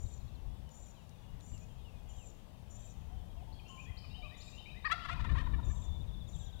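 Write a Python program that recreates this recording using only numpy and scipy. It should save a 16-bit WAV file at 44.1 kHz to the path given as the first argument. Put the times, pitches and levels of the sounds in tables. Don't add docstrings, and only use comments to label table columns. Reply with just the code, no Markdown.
import sys
import numpy as np
from scipy import signal
from scipy.io import wavfile
from scipy.ndimage import uniform_filter1d

SR = 44100
rng = np.random.default_rng(int(sys.argv[2]) if len(sys.argv) > 2 else 0)


def store_wav(level_fs):
    pcm = np.round(np.clip(np.atleast_2d(level_fs), -1, 1) * 32767)
    wavfile.write(sys.argv[1], SR, pcm.T.astype(np.int16))


def linear_from_db(decibels):
    return 10 ** (np.asarray(decibels, float) / 20)


N = 291060


def read(points, hz):
    f, value = np.transpose(points)
    return np.interp(np.log(hz + 1), np.log(f + 1), value)


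def evened(x):
    return x / np.sqrt(np.mean(x ** 2) + 1e-20)


def add(mix, s, sound):
    part = mix[max(round(s * SR), 0):][:len(sound)]
    part += sound[:len(part)]


def flutter(count, size):
    smooth = uniform_filter1d(rng.standard_normal(count), size)
    return evened(uniform_filter1d(smooth, size))


def noise(colour, patchy_db, size):
    frames, hz = 4 * N // size + 5, np.fft.rfftfreq(size, 1 / SR)
    real, imaginary, patches = rng.standard_normal((frames, len(hz), 3)).T
    patches = uniform_filter1d(patches, size=10, axis=0)
    patches = evened(uniform_filter1d(patches, size=10, axis=1))
    gains = linear_from_db(read(colour, hz)[:, None] + patchy_db * patches)
    spectra = (real + 1j * imaginary) * gains
    return evened(signal.istft(spectra, nperseg=size, noverlap=3 * size // 4)[1][:N])


def gobble():
    # (centre [s], pitch [Hz], rise [share], level before the high-pass [dB],
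    # slope above the knee [dB per octave])
    pulses = [(4.863, 634, 0.0021, -33.5, -60), (4.91, 581.7, 0.084, -37, -24.5),
              (4.923, 673, 0.067, -29.5, -2.5), (4.939, 712, 0.019, -40, -10), (4.968, 686, 0.02, -61, -12),
              (4.986, 684, 0.078, -53, -13), (5.003, 691, -0.069, -59, -4), (5.042, 607, -0.17, -63, -10.5),
              (5.056, 687, -.063, -41.5, -5.5), (5.06, 570, -0.039, -48.5, -6),
              (5.084, 663, 0.049, -52.5, -7.5), (5.093, 556.4, -.23, -39.5, -4),
              (5.101, 657, 0.024, -40, -6), (5.116, 713, 0.036, -47, -2.5), (5.132, 708, 0.054, -44, -3.5),
              (5.149, 545, 0.028, -52, -20.5), (5.167, 501, -.1, -53, -26), (5.199, 486, -.2, -49, -3.5),
              (5.208, 597, -0.064, -49.5, -3), (5.23, 674, -.068, -57, -21.5),
              (5.249, 513, -0.224, -44.5, -3.5), (5.253, 690, 0.014, -47.5, -5),
              (5.266, 615, 0.054, -52, -20.5), (5.299, 599, 0.11, -46.5, -10.5),
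              (5.306, 695, 0.063, -60, -5), (5.32, 597, 0.05, -52.5, -2.5), (5.321, 532, -0.088, -52, -15),
              (5.355, 512, -0.26, -45, -7.5), (5.365, 640, 0.034, -51, -3.5),
              (5.377, 557, 0.075, -46, -6.5), (5.387, 599, 0.058, -43.5, -5),
              (5.399, 646, -0.025, -51, -5.5), (5.406, 611, -0.028, -48.5, -9),
              (5.415, 547, -0.2, -49.5, -2.5), (5.427, 534, 0.016, -56, -3.5),
              (5.472, 502, -0.17, -47.5, -7), (5.506, 526, 0.11, -60, -14), (5.544, 589, -0.0095, -50, -17),
              (5.595, 474, -0.12, -51, -24.5), (5.708, 587, 0.085, -57, -31.5)]
    # (frequency [Hz], gain [dB])
    voice = [(540, -65), (700, 4), (1000, 4.5), (2000, 2), (3500, 6.5), (5000, -7), (7500, -12),
             (11000, -19.5), (14000, -31)]
    # (frequency [Hz], half width [Hz], lift added to unit gain [dB])
    throat = [(984, 75, 15.5), (1347, 33, 11), (1830, 120, 11)]
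    pulse_s, dull_s_per_db = .018, .0003
    loud_db, loud_s_per_db = -40, .0005
    sag = 125
    jitter, rasp = .012, .12
    knee = 1.4
    out = np.zeros(N)
    for s, hz, rise, db, tilt_db in pulses:
        length = pulse_s + dull_s_per_db * abs(tilt_db) + loud_s_per_db * max(db - loud_db, 0)
        u = np.linspace(-1, 1, round(length * SR))
        pitch = hz * (1 + rise * u / 2 - sag * (length * u) ** 2)
        pitch *= 1 + jitter * flutter(len(u), size=60)
        order = np.arange(1, 22)[:, None]
        f = order * pitch
        lift = 1 + sum(linear_from_db(lift_db) / (1 + ((f - at_hz) / width_hz) ** 2)
                       for at_hz, width_hz, lift_db in throat)
        knee_hz = knee * f[lift.mean(1).argmax()].mean()
        octaves_above = np.log2(np.maximum(f / knee_hz, 1))
        gains = lift * linear_from_db(read(voice, f) + tilt_db * octaves_above)
        phase = 2 * np.pi * np.cumsum(f, axis=1) / SR - 0.315 * order ** 2
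        tone = (gains * np.cos(phase)).sum(0)
        tone *= 1 + rasp * flutter(len(u), size=12)
        envelope = np.sqrt(1 - u ** 2) ** 1.8
        add(out, s - length / 2, linear_from_db(db) * evened(tone) * envelope)
    return signal.sosfilt(signal.butter(4, 560, "highpass", fs=SR, output="sos"), out)


def wheezes():
    # (start [s], length [s], level [dB], top pitch [Hz], closing fall [s])
    calls = [(-.03, 0.22, -69.5, 607, 0.022), (0.701, .22, -69, 601.5, .02), (1.409, .24, -71, 608, .085),
             (2.086, 0.23, -70, 612, 0.031), (2.693, 0.24, -69, 607, .02), (3.675, 0.19, -72.5, 600, 0.037),
             (4.366, .225, -70.5, 608, 0.0202), (5.637, .23, -68.5, 614, 0.017),
             (6.274, .21, -68.5, 611, .05)]
    # (order, gain [dB])
    orders = [(10, -7), (11, -14), (12, 1.5), (13, -31), (14, -20), (15, -17.5), (18, -29)]
    top_at, arch_depth, fall = .58, .032, .07
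    waver = .003
    start_db, fade_db = 2.5, -3
    out = np.zeros(N)
    for s, length, db, top_hz, fall_s in calls:
        t = np.arange(max(-s, 0), length, 1 / SR)
        u = t / length
        closing = np.clip(1 - (length - t) / fall_s, 0, 1)
        arch = 1 - arch_depth * np.cos(np.pi * u / top_at / 2) ** 2 - fall * closing
        arch += waver * flutter(len(t), size=1200)
        hoarse = .003 + .02 * u ** 10
        pitch = top_hz * arch * (1 + hoarse * flutter(len(t), size=100))
        turns = 2 * np.pi * np.cumsum(pitch) / SR
        stack = sum(linear_from_db(gain_db + 3.25 * flutter(len(t), size=200)) * np.sin(round(k) * turns)
                    for k, gain_db in orders)
        level_db = db + 1.9 * flutter(len(t), size=600) + start_db * (1 - u) ** 2 + fade_db * closing
        edges = np.clip(np.minimum(t / 0.016, (length - t) / 0.012), 0, 1)
        add(out, s, np.sqrt(2) * linear_from_db(level_db) * edges * stack)
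    return out


def whistle(mix, s, length, first_hz, middle_hz, last_hz, db, swell_db=0):
    u = np.linspace(-1, 1, round(length * SR))
    bend_hz = (first_hz + last_hz) / 2 - middle_hz
    hz = middle_hz + (last_hz - first_hz) / 2 * u + bend_hz * u ** 2
    shape = signal.windows.tukey(len(u), min(.016 / length, 1))
    shape = shape * linear_from_db(swell_db * u + flutter(len(u), size=300))
    add(mix, s, np.sqrt(2) * linear_from_db(db) * shape * np.sin(2 * np.pi * np.cumsum(hz) / SR))


def songbirds():
    # (time [s], level [dB])
    trill_level = [(4.1, -66), (4.75, -65), (5.5, -67.5), (5.8, -70.5), (6.25, -66), (6.6, -62)]
    # (length [s], first [Hz], middle [Hz], last [Hz], level [dB]))
    runs = [(.055, 5, .0725, (.028, 4480, 4030, 3290, -73)),
            (6.345, 4, .0693, (.025, 3970, 3650, 3300, -66)),
            (6.36, 4, .066, (.03, 3090, 3300, 3540, -68.5))]
    # (start [s], length [s], first [Hz], last [Hz], level [dB])
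    singles = [(0.244, 0.11, 3370, 3460, -80), (0.474, .12, 3360, 3470, -80), (.94, 0.06, 4020, 3860, -79),
               (1.174, 0.12, 3370, 3470, -79.5), (3.105, 0.185, 3130, 3070, -82),
               (3.507, 0.03, 750, 770, -74), (.36, .04, 3250, 2950, -78), (.671, .032, 3140, 2880, -73),
               (.96, .071, 3280, 2530, -73.5), (1.23, .03, 3000, 2770, -73),
               (1.529, 0.047, 2980, 2690, -70.5), (1.61, .044, 2440, 2560, -72.5),
               (1.78, .037, 3330, 3230, -75), (1.841, 0.065, 3040, 2620, -70),
               (1.92, .067, 2590, 2420, -75), (2.09, .039, 3100, 2800, -72),
               (2.129, 0.082, 3420, 3080, -74), (2.18, 0.072, 3080, 2430, -69.5),
               (2.82, 0.037, 2600, 2330, -75), (3.37, 0.044, 2910, 2450, -76),
               (3.542, 0.16, 3380, 3020, -72), (3.585, 0.019, 3720, 2670, -61),
               (3.852, .23, 3350, 2950, -69), (4.335, 0.12, 3500, 3560, -71),
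               (4.43, 0.073, 3585, 3630, -83), (4.58, 0.1, 3620, 3610, -72), (5.63, 0.072, 3600, 3580, -68),
               (5.82, 0.2, 3560, 3515, -65.5), (6.11, 0.15, 3504, 3460, -66), (3.1, 0.067, 698, 781, -65.5),
               (3.2, 0.058, 758, 688, -70), (3.36, 0.075, 650, 752, -64.5), (3.47, 0.07, 917, 847, -66),
               (3.691, 0.12, 1070, 1038, -62), (4.036, 0.022, 1330, 1090, -64.5),
               (4.18, 0.055, 757, 684, -62), (4.229, 0.051, 1250, 1104, -61.5),
               (4.23, 0.053, 608, 605, -62), (6.4, 0.2, 1647, 1500, -78.5)]
    # (length [s], first [Hz], middle [Hz], last [Hz])
    arch, fall = (.045, 3450, 3840, 3740), (.034, 3950, 3600, 3180)
    out = np.zeros(N)
    for k in range(41):
        note = [np.interp(k, (20, 28), ends) for ends in zip(arch, fall)]
        s = 4.095 + .0595 * k + .00007 * k ** 2
        whistle(out, s, *note, np.interp(s, *np.transpose(trill_level)))
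    for s, count, gap, note in runs:
        for k in range(round(count)):
            whistle(out, s + gap * k, *note)
    for s, length, first_hz, last_hz, db in singles:
        whistle(out, s, length, first_hz, (first_hz + last_hz) / 2, last_hz, db)
    return out


def phrases():
    # (delay [s], length [s], first [Hz], last [Hz], level [dB])
    notes = [(0, 0.03, 3640, 5400, -60), (0.069, 0.0203, 2606, 2383, -63), (0.125, 0.067, 2673, 2823, -66),
             (0.169, 0.0397, 2957, 3097, -59), (.25, .052, 2270, 2570, -57.5),
             (0.336, 0.0502, 1663, 2080, -66.5)]
    # (start [s], level change [dB], treble slope above 3 kHz as the bird turns [dB per octave])
    starts = [(3.522, -1, -18), (3.968, .5, -3.5), (4.403, 0.5, -2), (4.846, -0.5, 3.5)]
    bow = .16
    swell_per_octave_db, swell_hz = 9, 3100
    out = np.zeros(N)
    for start, more_db, treble_db in starts:
        for s, length, first_hz, last_hz, db in notes:
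            middle_hz = first_hz + (.5 + bow) * (last_hz - first_hz)
            turned_db = db + more_db + treble_db * np.log2(max(middle_hz / 3000, 1))
            swell_db = swell_per_octave_db * np.log2(swell_hz / middle_hz)
            whistle(out, start + s, length, first_hz, middle_hz, last_hz, turned_db, swell_db)
    return out * linear_from_db(3 * flutter(N, size=120))


def chorus():
    out = np.zeros(N)
    per_s, faintest_db = 42, -86
    for when, height, duration, drop, loudness in rng.random((round(per_s * N / SR), 5)):
        hz = 2450 + 1400 * height
        first_hz, last_hz = hz * (1 + 0.1044 * drop), hz * (1 - 0.049 * drop)
        length = 0.0203 + 0.036 * duration
        whistle(out, when * N / SR, length, first_hz, hz, last_hz, faintest_db + 8 * loudness)
    return out


def treeline(x):
    return x + linear_from_db(-13) * np.roll(x, round(.076 * SR))


def wood(x, first_s):
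    # (frequency [Hz], t60 [s])
    decay = [(500, 5.7), (1300, 1.15), (2500, 0.86), (5000, 1.48), (8000, 0.44)]
    taps, first = np.zeros(SR), round(first_s * SR)
    at = np.arange(first, SR - 20, 20)
    taps[at + rng.integers(0, 20, len(at))] = rng.choice([-1., 1.], len(at))
    hz, t, z = signal.stft(taps, SR, nperseg=256)
    fading = linear_from_db(-60 * t / read(decay, hz)[:, None])
    tail = signal.istft(z * fading, SR, nperseg=256)[1]
    return signal.fftconvolve(x, tail / np.linalg.norm(tail))[:N]


def ticks():
    # (time [s], starting level before the band-pass [dB])
    snaps = [(0.6918, -55), (1.0939, -52), (1.4027, -56), (1.408, -49.5), (1.5785, -49)]
    out, t = np.zeros(N), np.arange(200) / SR
    for s, db in snaps:
        add(out, s, linear_from_db(db - 60 * t / 0.0097) * rng.standard_normal(200))
    return signal.sosfilt(signal.butter(2, [2500, 8000], "bandpass", fs=SR, output="sos"), out)


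def wind():
    # (time [s], level [dB])
    strength = [(0, -48.5), (.15, -49.5), (.59, -44), (.73, -56), (1.14, -67), (1.4, -50), (2.7, -55.5),
                (3.16, -45), (3.7, -55), (4.28, -47.5), (4.34, -57.5), (5.0, -53), (5.22, -35.5),
                (5.55, -32), (5.75, -38.5), (6.2, -41), (6.3, -45), (6.6, -49)]
    # (time [s], rise over the wind [dB])
    buffets = [(.05, 13), (.4, 1), (.5, 7), (.83, 8), (1.19, 14.5), (1.34, 10), (1.54, 11), (2.19, 3),
               (2.96, 1.5), (3.56, 5.5), (3.9, 11), (5.325, 10.5), (5.7, 7), (6.361, 6.5)]
    # (frequency [Hz], density [dB per Hz])
    rumble_colour = [(7.1, -63), (12, -10.5), (48, 2), (65, 0), (183, -17.5), (246, -29), (290, -29.5),
                     (420, -45), (550, -67), (920, -120)]
    roar_colour = [(120, -19), (220, 10), (400, -2.5), (700, 2), (1100, -70)]
    buffet_s = 0.022
    t = np.arange(N) / SR
    gust_db = np.interp(t, *np.transpose(strength))
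    gust_db += sum(more_db * np.exp(-((t - at) / buffet_s) ** 2) for at, more_db in buffets)
    rumble = noise(rumble_colour, patchy_db=2.0, size=4096)
    rumble *= linear_from_db(gust_db + 1.2 * flutter(N, size=1500))
    roar = noise(roar_colour, patchy_db=1.5, size=2048)
    roar *= linear_from_db(-27 + uniform_filter1d(gust_db, size=8000))
    return rumble + roar


def air():
    # (frequency [Hz], density [dB per Hz])
    colour = [(15, -27), (25, -5), (53, -7), (96, -2), (188, -8.5), (313, -20), (848, -20.5), (1450, -33.5),
              (3080, -35), (5280, -41), (6910, -43), (7900, -45), (13500, -47.5), (15500, -45.5)]
    return linear_from_db(-56) * noise(colour, patchy_db=1.19, size=2048)


def scene():
    turkey, wheezer, birds = gobble(), wheezes(), songbirds()
    singer = treeline(phrases() + chorus())
    mono = turkey + linear_from_db(-12) * wood(turkey, .012)
    mono += wheezer + linear_from_db(-8.5) * wood(wheezer, .01)
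    mono += birds + linear_from_db(-9) * wood(birds, .02)
    mono += singer + linear_from_db(-1) * wood(singer, .005)
    mono += ticks() + wind() + air()
    return np.array([mono, np.zeros(N)])


def roll_off(x):
    return signal.sosfilt(signal.butter(12, 15630, fs=SR, output="sos"), x)


def record(dry):
    preamp_db, hiss_db = 4.5, -75
    leak_db, leak_hz = -56, 74.7
    left = linear_from_db(preamp_db) * dry[0]
    leak = signal.sosfilt(signal.butter(5, leak_hz, fs=SR, output="sos"), left)
    right = linear_from_db(leak_db) * leak + linear_from_db(hiss_db) * rng.standard_normal(N)
    return roll_off(np.array([left, right]))


dry = scene()
out = record(dry)
store_wav(out)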